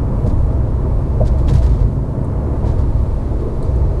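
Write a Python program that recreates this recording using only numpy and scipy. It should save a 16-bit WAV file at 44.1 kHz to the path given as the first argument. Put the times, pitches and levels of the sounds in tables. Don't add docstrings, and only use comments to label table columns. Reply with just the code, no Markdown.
import sys
import numpy as np
from scipy import signal
from scipy.fft import rfft, irfft, dct, next_fast_len
from scipy.io import wavfile
from scipy.ndimage import uniform_filter1d, minimum_filter1d, map_coordinates

SR = 44100
rng = np.random.default_rng(int(sys.argv[2]) if len(sys.argv) > 2 else 0)


def dump(signal):
    limited = np.clip(np.atleast_2d(signal).T, -1, 1)
    pcm = np.round(limited * 32767).astype(np.int16)
    wavfile.write(sys.argv[1], SR, pcm)


N = 176400

# t/s, relative level/dB
RUMBLE_DB = [(0, -16), (.3, -12), (.44, -9.5), (.66, -15), (.83, -15.5), (.96, -10.5), (1.05, -16.5),
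             (1.2, -11), (1.55, -11), (1.63, -8), (1.83, -15), (2.09, -21.5), (2.32, -16.5), (2.6, -16),
             (2.82, -10.5), (3.25, -14.5), (3.57, -17.5), (3.86, -10.5), (4, -16)]
BOOM_DB = [(0, -17), (.5, -18.5), (.95, -20), (1.15, -19), (1.95, -16.5), (2.45, -22), (3.05, -21),
           (3.42, -26), (3.8, -16.5), (4, -25)]
CAVITY_DB = [(0, -33), (.3, -27.5), (.7, -33.5), (1.2, -32.5), (1.53, -29.5), (1.8, -31), (2.35, -29.5),
             (3.05, -32.5), (3.55, -35), (4, -45)]
TREAD_DB = [(0, -38.5), (1.3, -35), (2.3, -38), (3.15, -41), (3.45, -28), (3.8, -33), (4, -32)]
# t/s, roar level/dB, hiss level/dB
ROAR_HISS_DB = [(0, -28.5, -56), (.8, -29.5, -56), (1.6, -29.5, -53), (1.95, -31.5, -58.5),
                (2.35, -29, -58.5), (2.7, -29, -54), (3, -31.5, -53.5), (3.45, -30.5, -54), (4, -31, -53)]
# f/Hz, relative density/dB
RUMBLE_SPECTRUM = [(8, -47.5), (20, 5), (35, -1.5), (52, 4.5), (66, 8.5), (80, -1), (100, -6), (200, -95)]
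BOOM_SPECTRUM = [(60, -34), (86, -2), (105, -3.5), (137, 2.5), (160, -10.5), (220, -25.5), (400, -79)]
CAVITY_SPECTRUM = [(120, -34.5), (170, -2.5), (195, 12), (216, 6.5), (235, 6), (275, 10.5), (330, -7.5),
                   (430, -44.5)]
ROAR_SPECTRUM = [(100, -23.5), (200, -5.5), (270, -5), (350, -1), (410, -7.5), (510, -2.5), (575, -7.5),
                 (635, -4.5), (750, -15), (880, -10), (1150, -16.5), (1500, -27), (2200, -37),
                 (3200, -47.5), (8000, -88)]
TREAD_SPECTRUM = [(200, -31), (310, -0.5), (365, 3.5), (450, 0), (560, -14), (900, -61)]
HISS_SPECTRUM = [(800, 2), (2000, 8), (3000, 0), (4200, 2.5), (5200, -2), (7000, -4.5), (10200, -6),
                 (11500, -7), (13500, -13), (15200, -24.5)]
SLAP_SPECTRUM = [(250, -28), (400, -16.5), (480, -1), (620, -0.5), (720, 4), (800, -19), (1100, -28),
                 (2000, -57)]
RATTLE_SPECTRUM = [(600, -26), (1600, 7), (2600, -1.5), (3900, 3), (5500, -1), (8000, -6), (10500, -10.5),
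                   (15200, -15)]
CLUNK_SPECTRUM = [(110, -6), (170, -10), (280, 3.5), (420, -3), (700, -13), (1000, -12.5), (1600, -32.5),
                  (3000, -41), (6000, -75)]
# multiple of the firing rate, level/dB
ENGINE_ORDERS = [(1, -30), (2, -29), (4, -40)]
# t/s, level/dB, f/Hz, rise/s, t60/s
TYRE_KNOCKS = [(.238, -27, 476, 0.0091, 0.13), (.256, -23.5, 605, 0.0051, 0.15),
               (1.199, -11.5, 510, .009, .035), (1.21, -10.5, 620, 0.0056, 0.074),
               (1.328, -26.5, 639, .015, 0.16), (1.578, -26, 661, 0.0089, .25)]
# t/s, thump gain/dB, slap level/dB, slap rise/s
WHEEL_BUMPS = [(0.239, -13.5, -30.5, 0.021), (1.201, -10.5, -22, 0.019), (1.492, -13.5, -33.5, 0.017),
               (1.533, -11, -36, 0.013), (2.627, -12.5, -30, 0.0074), (2.873, -17.5, -52, .01)]
# f/Hz, relative level/dB, t60/s
THUMP_MODES = [(56, -1, 0.092), (110.3, 4, 0.34), (134.1, -4, 0.49), (188.5, -6, 0.18), (255.5, -23, 0.035)]
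# t/s, level/dB, rise/s, t60/s
TRIM_RATTLES = [(.257, -47, 0.01, 0.13), (.29, -48, .01, 0.1), (1.246, -45, 0.014, 0.22),
                (1.265, -40.5, 0.014, 0.054), (1.375, -49.5, 0.018, 0.16), (1.462, -47.5, 0.016, .1),
                (1.483, -38, 0.0085, 0.21), (1.53, -39.5, .007, 0.23), (1.55, -41, 0.013, 0.27),
                (1.614, -41.5, 0.02, 0.23), (1.657, -45.5, .008, 0.15), (1.685, -50.5, 0.0091, 0.95),
                (1.784, -51, 0.022, 0.18), (2.64, -47, 0.034, 0.3), (2.69, -53, 0.023, .2),
                (2.78, -50, 0.011, 0.27), (3.385, -55, 0.022, .2), (3.63, -56, 0.028, 0.5)]
# t/s, level/dB, centre f/Hz, half width/oct, t60/s
TRIM_CLICKS = [(0.274, -48, 5950, 0.78, 0.084), (1.27, -45.5, 7000, 0.52, .05),
               (1.385, -48.5, 8000, 0.61, .045), (1.4836, -30.5, 3000, 0.35, 0.03),
               (1.496, -32.5, 3940, 0.34, .02), (1.538, -37.5, 8000, 0.74, .03),
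               (1.585, -35.5, 3940, 0.31, .022), (1.664, -46, 5000, 0.71, .04),
               (2.245, -50, 8500, 0.38, 0.052), (3.627, -47, 4150, 0.12, .05),
               (3.626, -47, 9050, 0.29, 0.083), (3.648, -55, 5000, 0.56, .22), (3.759, -52, 7500, .4, .05)]
# t/s, level/dB, rise/s, t60/s
SUSPENSION_CLUNKS = [(1.464, -24, 0.014, 0.64), (2.625, -26.5, 0.018, 0.54)]
# t/s, level/dB, f/Hz, rise/s, t60/s
PANEL_SHUDDERS = [(1.51, -13.5, 138, .05, 0.11), (1.531, -10, 90.7, .025, 0.25),
                  (1.73, -6.5, 46.4, 0.099, 0.18), (2.635, -7.5, 104.2, 0.024, 0.16)]

SURFACE_WOBBLE_DB, HISS_WOBBLE_DB = 0.7, 0.27
FIRING_HZ, DRIFT_FRACTION, ORDER_WOBBLE_DB = 53.95, 0.00706, 4.0
THUMP_RISE_S, SLAP_T60_S = 0.012, 0.1
CONTACTS_PER_S = 2200
LIMITER_CEILING = 0.8
TREBLE_KNEE_HZ, TREBLE_DB_PER_OCT, TOP_HZ = 9880, -24.5, 15200


def amp(db):
    return 10 ** (np.asarray(db) / 20)


def unit(x):
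    return x / np.sqrt(np.mean(x ** 2) + 1e-20)


def curves(rows):
    times_s, *columns = np.transpose(rows)
    return [np.interp(np.arange(N) / SR, times_s, column) for column in columns]


def since(start_s):
    return np.maximum(np.arange(N) / SR - start_s, 0)


def wobble(knots_per_s):
    knots = rng.standard_normal(int(N * knots_per_s / SR) + 4)
    return map_coordinates(knots, [np.arange(N) * knots_per_s / SR])


def filtered(x, response):
    size = next_fast_len(N + 8192)
    return irfft(rfft(x, size) * response(np.fft.rfftfreq(size, 1 / SR)), size)[:N]


def coloured(x, spectrum):
    points_hz, db = np.transpose(spectrum)
    return unit(filtered(x, lambda hz: amp(np.interp(np.log(hz + 1), np.log(points_hz), db))))


def drone(spectrum, evenness, window_samples=2200):
    noise = coloured(rng.standard_normal(N), spectrum)
    power = np.abs(uniform_filter1d(np.abs(signal.hilbert(noise)) ** 2, size=window_samples))
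    return unit(noise / (power + 1e-3) ** (evenness / 2))


def burst(start_s, rise_s, t60_s):
    return np.minimum(since(start_s) / rise_s, 1) * amp(-60 * since(start_s + rise_s) / t60_s)


def resonance(start_s, db, hz, rise_s, t60_s):
    cycles = hz * since(start_s) + rng.random()
    return amp(db) * burst(start_s, rise_s, t60_s) * np.sin(2 * np.pi * cycles)


def body():
    rumble_db, = curves(RUMBLE_DB)
    boom_db, = curves(BOOM_DB)
    cavity_db, = curves(CAVITY_DB)
    rumble = amp(rumble_db - 2.5) * drone(RUMBLE_SPECTRUM, evenness=0.63)
    boom = amp(boom_db - 3) * drone(BOOM_SPECTRUM, evenness=0.53)
    cavity = amp(cavity_db) * drone(CAVITY_SPECTRUM, evenness=0.11)
    return rumble + boom + cavity


def road():
    roar_db, hiss_db = curves(ROAR_HISS_DB)
    tread_db, = curves(TREAD_DB)
    roar = amp(roar_db) * coloured(rng.standard_normal(N), ROAR_SPECTRUM)
    tread = amp(tread_db) * coloured(rng.standard_normal(N), TREAD_SPECTRUM)
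    hiss = amp(hiss_db) * coloured(rng.standard_normal(N), HISS_SPECTRUM)
    tyres = amp(SURFACE_WOBBLE_DB * wobble(16)) * (roar + tread)
    return tyres + amp(HISS_WOBBLE_DB * wobble(25)) * hiss


def engine():
    firing_hz = FIRING_HZ * (1 + DRIFT_FRACTION * wobble(4.196))
    phase = 2 * np.pi * np.cumsum(firing_hz) / SR
    return sum(amp(db + ORDER_WOBBLE_DB * wobble(4.57)) * np.sqrt(2) * np.sin(order * phase)
               for order, db in ENGINE_ORDERS)


def tyre_knocks():
    return sum(resonance(*knock) for knock in TYRE_KNOCKS)


def cabin_thump(start_s):
    t = since(start_s)
    modes = np.zeros(N)
    for hz, db, t60_s in THUMP_MODES:
        scatter_db, half_turns = rng.standard_normal(2)
        modes += amp(db + scatter_db - 60 * t / t60_s) * np.sin(2 * np.pi * hz * t + np.pi * half_turns)
    return (1 - np.exp(-(t / THUMP_RISE_S) ** 2)) * modes


def bumps():
    slap = drone(SLAP_SPECTRUM, evenness=0.6, window_samples=600)
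    out = np.zeros(N)
    for start_s, thump_db, slap_db, rise_s in WHEEL_BUMPS:
        out += amp(thump_db) * cabin_thump(start_s)
        out += amp(slap_db) * burst(start_s, rise_s, SLAP_T60_S) * slap
    return out


def trim_rattle():
    contacts = unit((rng.random(N) < CONTACTS_PER_S / SR) * rng.standard_normal(N))
    chatter = coloured(contacts + rng.standard_normal(N), RATTLE_SPECTRUM)
    power = sum((amp(db) * burst(start_s, rise_s, t60_s)) ** 2
                for start_s, db, rise_s, t60_s in TRIM_RATTLES)
    return chatter * np.sqrt(power)


def trim_clicks():
    out = np.zeros(N)
    for start_s, db, centre_hz, half_width_oct, t60_s in TRIM_CLICKS:
        noise = rng.standard_normal(N)
        band = filtered(noise, lambda hz: 1 / (1 + (np.log2((hz + 1) / centre_hz) / half_width_oct) ** 2))
        t = since(start_s)
        out += (t > 0) * amp(db - 60 * t / t60_s) * unit(band)
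    return out


def suspension():
    envelope = sum(amp(db) * burst(start_s, rise_s, t60_s)
                   for start_s, db, rise_s, t60_s in SUSPENSION_CLUNKS)
    return envelope * coloured(rng.standard_normal(N), CLUNK_SPECTRUM)


def panel_shudders():
    return sum(resonance(*shudder) for shudder in PANEL_SHUDDERS)


def scene():
    steady = body() + road() + engine()
    jolts = bumps() + tyre_knocks() + panel_shudders() + suspension()
    trim = trim_rattle() + trim_clicks()
    return (steady + jolts + trim)[None]


def record(dry):
    needed_gain = np.minimum(1, LIMITER_CEILING / (np.abs(dry[0]) + 1e-9))
    gain = uniform_filter1d(minimum_filter1d(needed_gain, size=1200), size=900)
    hz = np.arange(N) * SR / (2 * N)
    above_knee_oct = np.log2(np.maximum(hz / TREBLE_KNEE_HZ, 1))
    response = amp(TREBLE_DB_PER_OCT * above_knee_oct) * (hz < TOP_HZ)
    spectrum = dct(dry[0] * gain, norm="ortho")
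    return dct(spectrum * response, type=3, norm="ortho")[None]


dry = scene()
out = record(dry)
dump(out)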